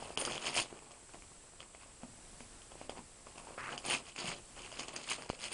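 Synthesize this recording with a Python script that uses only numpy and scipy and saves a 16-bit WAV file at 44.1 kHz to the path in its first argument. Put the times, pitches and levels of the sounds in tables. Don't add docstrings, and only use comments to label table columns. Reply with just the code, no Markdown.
import sys
import numpy as np
from scipy import signal
from scipy.fft import rfft, irfft, next_fast_len
from scipy.io import wavfile
from scipy.ndimage import uniform_filter1d, map_coordinates

SR = 44100
rng = np.random.default_rng(int(sys.argv[2]) if len(sys.argv) > 2 else 0)


def generate_wav(signal):
    frames = np.transpose(np.atleast_2d(signal))
    scaled = np.clip(frames, -1, 1) * 32767
    pcm = np.round(scaled).astype(np.int16)
    wavfile.write(sys.argv[1], SR, pcm)


def invert_db(level):
    return 10 ** (np.asarray(level, dtype=float) / 20)


N = 243917

# f/Hz, density/dB per Hz
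HISS_SPECTRUM = [(12, -5), (25, 3), (60, -2.5), (150, -8), (500, -15), (1200, -18.5), (2000, -19.5),
                 (3500, -21.5), (6000, -19.5), (9000, -19), (10400, -17), (11300, -44.5)]
# f/Hz, rms level/dB
WHINES = [(7299, -69.5), (8078, -64.5)]
# rate/(1/s), t of one pause/s, pause length/s
SENSOR_PAUSE = (24, 1.237, .008)
# t peak/s, tearing level/dB, length/s, flapping rel/dB, crispness rel/dB
RIPS = [(0.036, -52, 0.38, 2.5, -3.5), (0.209, -46.5, .09, 6, 14.5), (0.334, -41.5, 0.11, -9.5, -12),
        (.475, -38, 0.14, -1, -6), (0.583, -31, 0.12, -8, -3.5), (2.036, -60, 0.057, 8.5, -14),
        (2.564, -66.5, 0.24, 6.5, -10), (2.82, -59.5, 0.19, 1, -6), (2.983, -57.5, 0.08, 11.5, -8),
        (3.512, -61.5, 0.29, 10, 3), (3.731, -53, .2, 8.5, -7), (3.865, -43.5, 0.052, 3.5, -0.5),
        (3.931, -32, 0.13, -3, -4), (4.087, -53.5, 0.12, -3, -6), (4.29, -41.5, 0.2, -3, -8.5),
        (4.652, -56.5, 0.19, -4, -4), (4.754, -52.5, 0.27, 0.5, -7), (4.806, -44.5, 0.17, -2, -9),
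        (4.945, -53, .06, 3.5, -1), (5.116, -36.5, 0.13, -5, -5.5), (5.214, -52.5, 0.22, 3.5, -4),
        (5.347, -55.5, .3, -0.5, -2), (5.454, -39, .11, -5.5, -5), (5.535, -38, 0.058, -3, -0.5)]
# t/s, tearing level/dB, fade/s, flapping rel/dB, crispness rel/dB
TUGS = [(0.179, -44, 0.47, 4.5, -4), (0.252, -48.5, 0.12, 11, 8.5), (.5, -53.5, .15, 7, 7),
        (.62, -50, 0.085, -1, -3), (.69, -61, 0.55, 6, -4), (.92, -71, 0.039, 0, 7),
        (1.14, -59, 0.088, 7, -12), (1.604, -56.5, 0.084, 6.5, -4), (1.748, -56, 0.054, -1, -17),
        (1.8, -63, .2, 5.5, -5), (2.404, -57, 0.056, -2, -10), (2.716, -64, .06, 7, -9),
        (2.901, -52, .05, 7, -2), (3.266, -63, .3, 8, -6), (3.381, -53, 0.042, 7, -3),
        (3.586, -53.5, 0.68, -5, -9), (3.784, -48.5, 0.039, -20, -4), (3.99, -61, 0.19, 6, -4),
        (4.167, -48, 0.025, -2, -16), (4.188, -42.5, 0.19, -2, -8), (4.564, -52, 0.26, 2.5, -12),
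        (4.884, -47, 0.074, 1, -19), (4.964, -46.5, 0.16, -1.5, -6), (5.304, -47, .03, 0, -11)]
# tearing level/dB, flapping rel/dB, crispness rel/dB
CREEP = (-74, 9.5, -9)
# t/s, length/s, level/dB, change to the end/dB
HAUL = (3.575, .14, -44.5, -2.5)
# f/Hz, density/dB per Hz
TEAR_SPECTRUM = [(1200, -33), (2000, -1), (3000, -1.5), (4500, -2.5), (6500, -2.5), (8000, 1), (10500, -20),
                 (11500, -62.5)]
# f/Hz, density/dB per Hz
CRISP_SPECTRUM = [(6000, -15), (7800, -15.5), (9000, 10), (10400, -1), (11500, -26.5)]
# f/Hz, density/dB per Hz
FLAP_SPECTRUM = [(60, -13.5), (150, -0.5), (300, 0), (600, -3), (1100, -5.5), (1600, -16), (2500, -46)]
# f/Hz, density/dB per Hz
SCRAPE_SPECTRUM = [(700, -13), (1200, 0.5), (1700, -1.5), (2600, -6.5), (3500, -38)]
# t/s, peak level/dB, f/Hz, after-ring rel/dB
KNOCKS = [(0.021, -34, 804, -10.5), (0.054, -35.5, 540, -22), (0.101, -30, 380, -23),
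          (0.171, -31, 460, -8.5), (0.217, -29.5, 540, -14), (0.246, -33, 570, -17),
          (0.274, -45, 1320, 7.5), (0.363, -36, 530, -15), (0.561, -32.5, 730, -8), (0.723, -37, 386, -9.5),
          (1.602, -45, 1220, -12), (1.744, -43, 697, -14), (2.03, -34.5, 238, -8), (2.403, -36, 238, -15),
          (2.715, -41, 686, -20), (2.751, -39, 364, -17), (2.81, -29.5, 322, -23), (2.891, -24, 526, -48),
          (2.969, -40.5, 766, -13), (2.986, -43, 220, -3.5), (3.265, -40.5, 1100, -10.5),
          (3.354, -43, 373, -16), (3.467, -42, 880, -7.5), (3.503, -40, 530, -13),
          (3.575, -30.5, 1160, -17), (4.722, -41.5, 630, -12), (3.849, -39, 644, -26),
          (4.24, -37.5, 200, -4.5), (4.279, -38.5, 161, -4.5), (5.328, -40, 510, -10)]
# t/s, peak level/dB, brightness/dB, f/Hz
SNAPS = [(0.1731, -20, -11.5, 3110), (0.2122, -30, -4, 3200), (0.2498, -25, -3, 3200),
         (0.3202, -29, -10, 3360), (0.3597, -32.5, -13, 3100), (0.3776, -28, -14, 3280),
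         (0.4257, -38, -16, 3060), (0.4674, -25, -7, 3200), (0.5637, -24.5, -2, 2380),
         (0.572, -23.5, -4, 2660), (0.5897, -23.5, -11, 3230), (0.598, -21, -4, 2670),
         (3.725, -33.5, -25, 2880), (3.7768, -29, -6.5, 3070), (3.8508, -39, -2, 2550),
         (3.8796, -36, -11, 3140), (3.908, -22, -20, 2730), (4.1606, -33, -6.5, 2570),
         (4.179, -33, -9, 2370), (4.281, -30.5, -13, 3010), (4.3159, -28.5, -20, 2180),
         (4.7168, -41, -9, 3110), (4.794, -35.5, 3.5, 2270), (4.8818, -37, -0.5, 3170),
         (4.9613, -31.5, 0.5, 1960), (5.088, -36, -4, 3000), (5.221, -33.5, -8, 2040),
         (5.2918, -33.5, -6, 2110), (5.4148, -46.5, 7, 3070), (5.439, -31.5, -4, 3020),
         (0.7893, -44.5, -12, 2500), (0.915, -48, 2.5, 3250), (1.092, -44.5, -21, 1600),
         (1.136, -47, -4, 2520), (1.2211, -41.5, -16, 2270), (1.6032, -36.5, -14, 3240),
         (1.6279, -40, -13, 2180), (1.7479, -43, -21, 2300), (2.4041, -39.5, -13, 2230),
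         (2.6178, -45.5, -11, 3130), (2.7179, -46, -12, 3270), (2.814, -42, -18, 2290),
         (2.8944, -33, -10, 3260), (2.9722, -43, -15, 2120), (3.2686, -46, -15, 2310),
         (3.3562, -48, -10, 2690), (3.38, -37.5, -9, 2640), (3.5777, -47, -27, 1820),
         (4.054, -48, -4, 3150), (4.065, -42, -20, 2560), (4.0837, -43, -9, 3320), (4.5624, -49, -8, 3100),
         (4.5905, -39, -9, 3120), (4.618, -43, 1, 2400), (4.6603, -45, -14, 2900), (4.7245, -41, -6, 3020),
         (4.7707, -40, -15, 2530), (5.0328, -42.5, 1, 2160), (5.3894, -43, -7, 2830)]
# f/Hz, density/dB per Hz
SNAP_UPPER_SPECTRUM = [(2500, -15), (4000, 1), (5000, 5), (7000, 2.5), (8000, 5.5), (9500, -51)]
# t/s, level/dB, relaxation/s
TAUT_POP = (5.3004, -18, 0.0066)
# f/Hz, t60/s
ROOM_DECAY = [(200, 0.34), (1500, 0.056), (5000, 0.087), (11000, 0.017)]
# delay/s, share/1
HOUSING_ECHO = (.00052, .46)
# t/s, length/s, kept share/1
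TREBLE_DIPS = [
    (.16, .012, .03),
    (2.877, .014, .5),
    (3.765, .011, .35),
    (4.942, .01, .45),
    (5.281, .008, .4),
]


def unit(x):
    return x / np.sqrt(np.mean(x ** 2) + 1e-20)


def along(points, hz):
    f, v = np.transpose(points)
    return np.interp(np.log(hz + 1), np.log(f + 1), v)


def wobble(knots_per_s):
    knots = rng.standard_normal(int(N * knots_per_s / SR) + 4)
    return map_coordinates(knots, [np.arange(N) * knots_per_s / SR])


def coloured(x, spectrum):
    size = 8192
    ceps = irfft(np.log(invert_db(along(spectrum, np.fft.rfftfreq(size, 1 / SR)))))
    ceps[1:size // 2] *= 2
    ceps[size // 2 + 1:] = 0
    kernel = irfft(np.exp(rfft(ceps)))
    return signal.fftconvolve(x, kernel / np.linalg.norm(kernel))[:N]


def camera():
    t = np.arange(N) / SR
    level_db = -60 + 1.02 + 1.66 * wobble(2.61)
    hiss = invert_db(level_db) * coloured(rng.standard_normal(N), HISS_SPECTRUM)
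    tones = []
    for hz, db in WHINES:
        gain = invert_db(db + 4 + 0.5 * wobble(20))
        tones.append(gain * np.sin(2 * np.pi * hz * t + 0.65 * wobble(25)))
    rate_hz, pause_s, length_s = SENSOR_PAUSE
    from_pause = np.abs(((t - pause_s) * rate_hz + .5) % 1 - .5)
    reading = from_pause > length_s * rate_hz / 2
    return hiss + uniform_filter1d(1. * reading, size=60) * tones[0] + sum(tones[1:])


def strain():
    rise_share, rounding, attack_s = 0.55, 1.445, 0.014
    scrape_db, scrape_follows_flap = -9.5, 0.56
    t = np.arange(0, N + 44, 44) / SR
    pulls = [(s, db, rise_share * length, (1 - rise_share) * length, rounding, *mix)
             for s, db, length, *mix in RIPS]
    pulls += [(s, db, attack_s, fade, 1, *mix) for s, db, fade, *mix in TUGS]
    pulls += [(0, CREEP[0], 1, np.inf, 1, *CREEP[1:])]
    s, db, rise, fall, bend, flap_db, crisp_db = np.transpose(pulls)[..., None]
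    level = db - 20 * np.abs(np.where(t < s, (s - t) / rise, (t - s) / fall)) ** bend
    scraping = level + scrape_db + scrape_follows_flap * flap_db
    layers = [level, level + flap_db, level + crisp_db, scraping]
    power = np.array([np.sum(invert_db(2 * layer), axis=0) for layer in layers])

    start, length, haul_db, change_db = HAUL
    u = (t - start) / length
    envelope = np.clip(np.minimum(u / 0.034, (1.2 - u) / 0.42), 0, 1)
    power[-1] += invert_db(2 * (haul_db + change_db * u)) * envelope ** 2
    return [np.interp(np.arange(N) / SR, t, np.sqrt(p)) for p in power]


def grains(per_s, centre_hz, octaves, cycles, spread_db):
    draw = rng.random((int(per_s * N / SR), 4))
    hz = centre_hz * 2 ** (octaves * (2 * draw[:, 1:2] - 1))
    t = np.arange(96) / SR
    size = invert_db(-spread_db * np.log(draw[:, 2:3] + 3e-3)) * np.sign(draw[:, 3:] - .5)
    shape = size * np.sin(2 * np.pi * hz * t) * np.exp(-t * hz / cycles)
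    at = (draw[:, :1] * N).astype(int) + np.arange(len(t))
    return unit(np.bincount(at.ravel(), shape.ravel())[:N])


def cracks(per_s, spread_db, clump, bed):
    draw = rng.random((2, N))
    size = invert_db(-spread_db * np.log(draw[1] + 0.0026))
    breaks = (draw[0] < per_s / SR) * size * rng.standard_normal(N)
    return unit(clump * (unit(breaks) + bed * rng.standard_normal(N)))


def paper():
    tearing, flapping, crackling, scraping = strain()
    jerk = invert_db(1.2 * wobble(50) + 2.2 * wobble(260))
    buckling = grains(per_s=1700, centre_hz=4000, octaves=1.1, cycles=3, spread_db=2.6)
    fibres = cracks(per_s=2500, spread_db=1.6, clump=jerk, bed=.6)
    tear = unit(coloured(jerk * buckling + .65 * fibres, TEAR_SPECTRUM))
    crisp_clump = jerk * invert_db(2.5 * wobble(120))
    crisp = coloured(cracks(per_s=3500, spread_db=1.7, clump=crisp_clump, bed=.5), CRISP_SPECTRUM)
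    flap_clump = jerk * invert_db(1.2 * wobble(40))
    flap = coloured(cracks(per_s=700, spread_db=1.7, clump=flap_clump, bed=.55), FLAP_SPECTRUM)
    scrape = coloured(cracks(per_s=1500, spread_db=1.5, clump=jerk ** .6, bed=.6), SCRAPE_SPECTRUM)

    crisp_db = 20 * np.log10(crackling / tearing)
    low = signal.sosfiltfilt(signal.butter(4, 3800, fs=SR, output="sos"), tear)
    tear = low + invert_db(0.22 * np.clip(crisp_db + 8, -10, 10)) * (tear - low)
    sheet = invert_db(-2.5) * tearing * tear + invert_db(-6.5) * crackling * crisp + invert_db(-5.0) * flapping * flap
    return sheet, invert_db(1.5) * scraping * scrape


def knocks():
    out, t = np.zeros(N + SR), np.arange(SR // 10) / SR
    for s, db, hz, ring_db in KNOCKS:
        push = np.sin(2 * np.pi * 600 * t) * np.exp(-t / .00095)
        ring = np.sin(2 * np.pi * hz * t) * invert_db(ring_db + 8 - 60 * t * hz / 13)
        puff = uniform_filter1d(rng.standard_normal(len(t)), size=14) * invert_db(-60 * t / 0.046)
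        out[round((s + .004) * SR):][:len(t)] -= invert_db(db - .5) * (push + ring + .25 * puff)
    return out[:N]


def snaps():
    crisp_under_db, crisp_grows = -8.5, 0.67
    body, upper, crisp = np.zeros((3, N + SR))
    t = np.arange(SR // 10) / SR
    fizz = 0.61 * invert_db(-60 * t / 0.0028) + 0.21 * invert_db(-60 * t / 0.049)
    for s, db, upper_db, hz in SNAPS:
        burst = rng.standard_normal((2, len(t))) * fizz
        burst[:, 0] = -1
        start = round((s + .0013) * SR)
        at = slice(start, start + len(t))
        ring = np.sin(2 * np.pi * hz * t) * invert_db(-60 * t / .006)
        body[at] -= invert_db(db - .3) * (ring + .7 * np.exp(-t / .00012))
        upper[at] += invert_db(db + upper_db + 2.0) * burst[0]
        crisp[at] += invert_db(db + crisp_under_db + crisp_grows * upper_db) * burst[1]
    return body[:N] + coloured(upper, SNAP_UPPER_SPECTRUM) + coloured(crisp, CRISP_SPECTRUM)


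def pop():
    start_s, db, relax_s = TAUT_POP
    t = np.arange(N) / SR - start_s

    def step(u):
        return np.clip(u / .0001, 0, 1) * np.exp(-np.abs(u) / relax_s)

    return invert_db(db) * (step(t) - step(t - HOUSING_ECHO[0]))


def room(x):
    hz, t, z = signal.stft(rng.standard_normal(SR // 3), SR, nperseg=256)
    decay = invert_db(-60 * t / along(ROOM_DECAY, hz)[:, None])
    tail = signal.istft(z * decay, SR, nperseg=256)[1]
    return signal.fftconvolve(np.pad(x, (300, 0)), tail / np.linalg.norm(tail))[:N]


def housing(x):
    delay_s, share = HOUSING_ECHO
    m = next_fast_len(N + SR // 10)
    hz = np.fft.rfftfreq(m, 1 / SR)
    return irfft(rfft(x, m) * (1 - share * np.exp(-2j * np.pi * hz * delay_s)), m)[:N]


def scene():
    sheet, scrape = paper()
    hits = knocks() + snaps()
    echoes = invert_db(-13) * room(hits) + invert_db(-10.5) * room(sheet)
    mono = housing(sheet + hits + echoes) + scrape + pop() + camera()
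    return np.array([mono, mono])


def low_pass(x):
    return signal.sosfilt(signal.butter(12, 11480, fs=SR, output="sos"), x)


def record(dry):
    t = np.arange(N) / SR
    lost = sum((1 - kept) * ((t > s) & (t < s + length)) for s, length, kept in TREBLE_DIPS)
    bass = signal.sosfiltfilt(signal.butter(6, 3100, fs=SR, output="sos"), dry)
    starved = dry - uniform_filter1d(lost, size=90) * (dry - bass)
    rounded = .16 * np.tanh(starved / .16)
    limit = signal.ellip(10, .5, 60, 11100, fs=SR, output="sos")
    return low_pass(signal.sosfilt(limit, rounded))


dry = scene()
out = record(dry)
generate_wav(out)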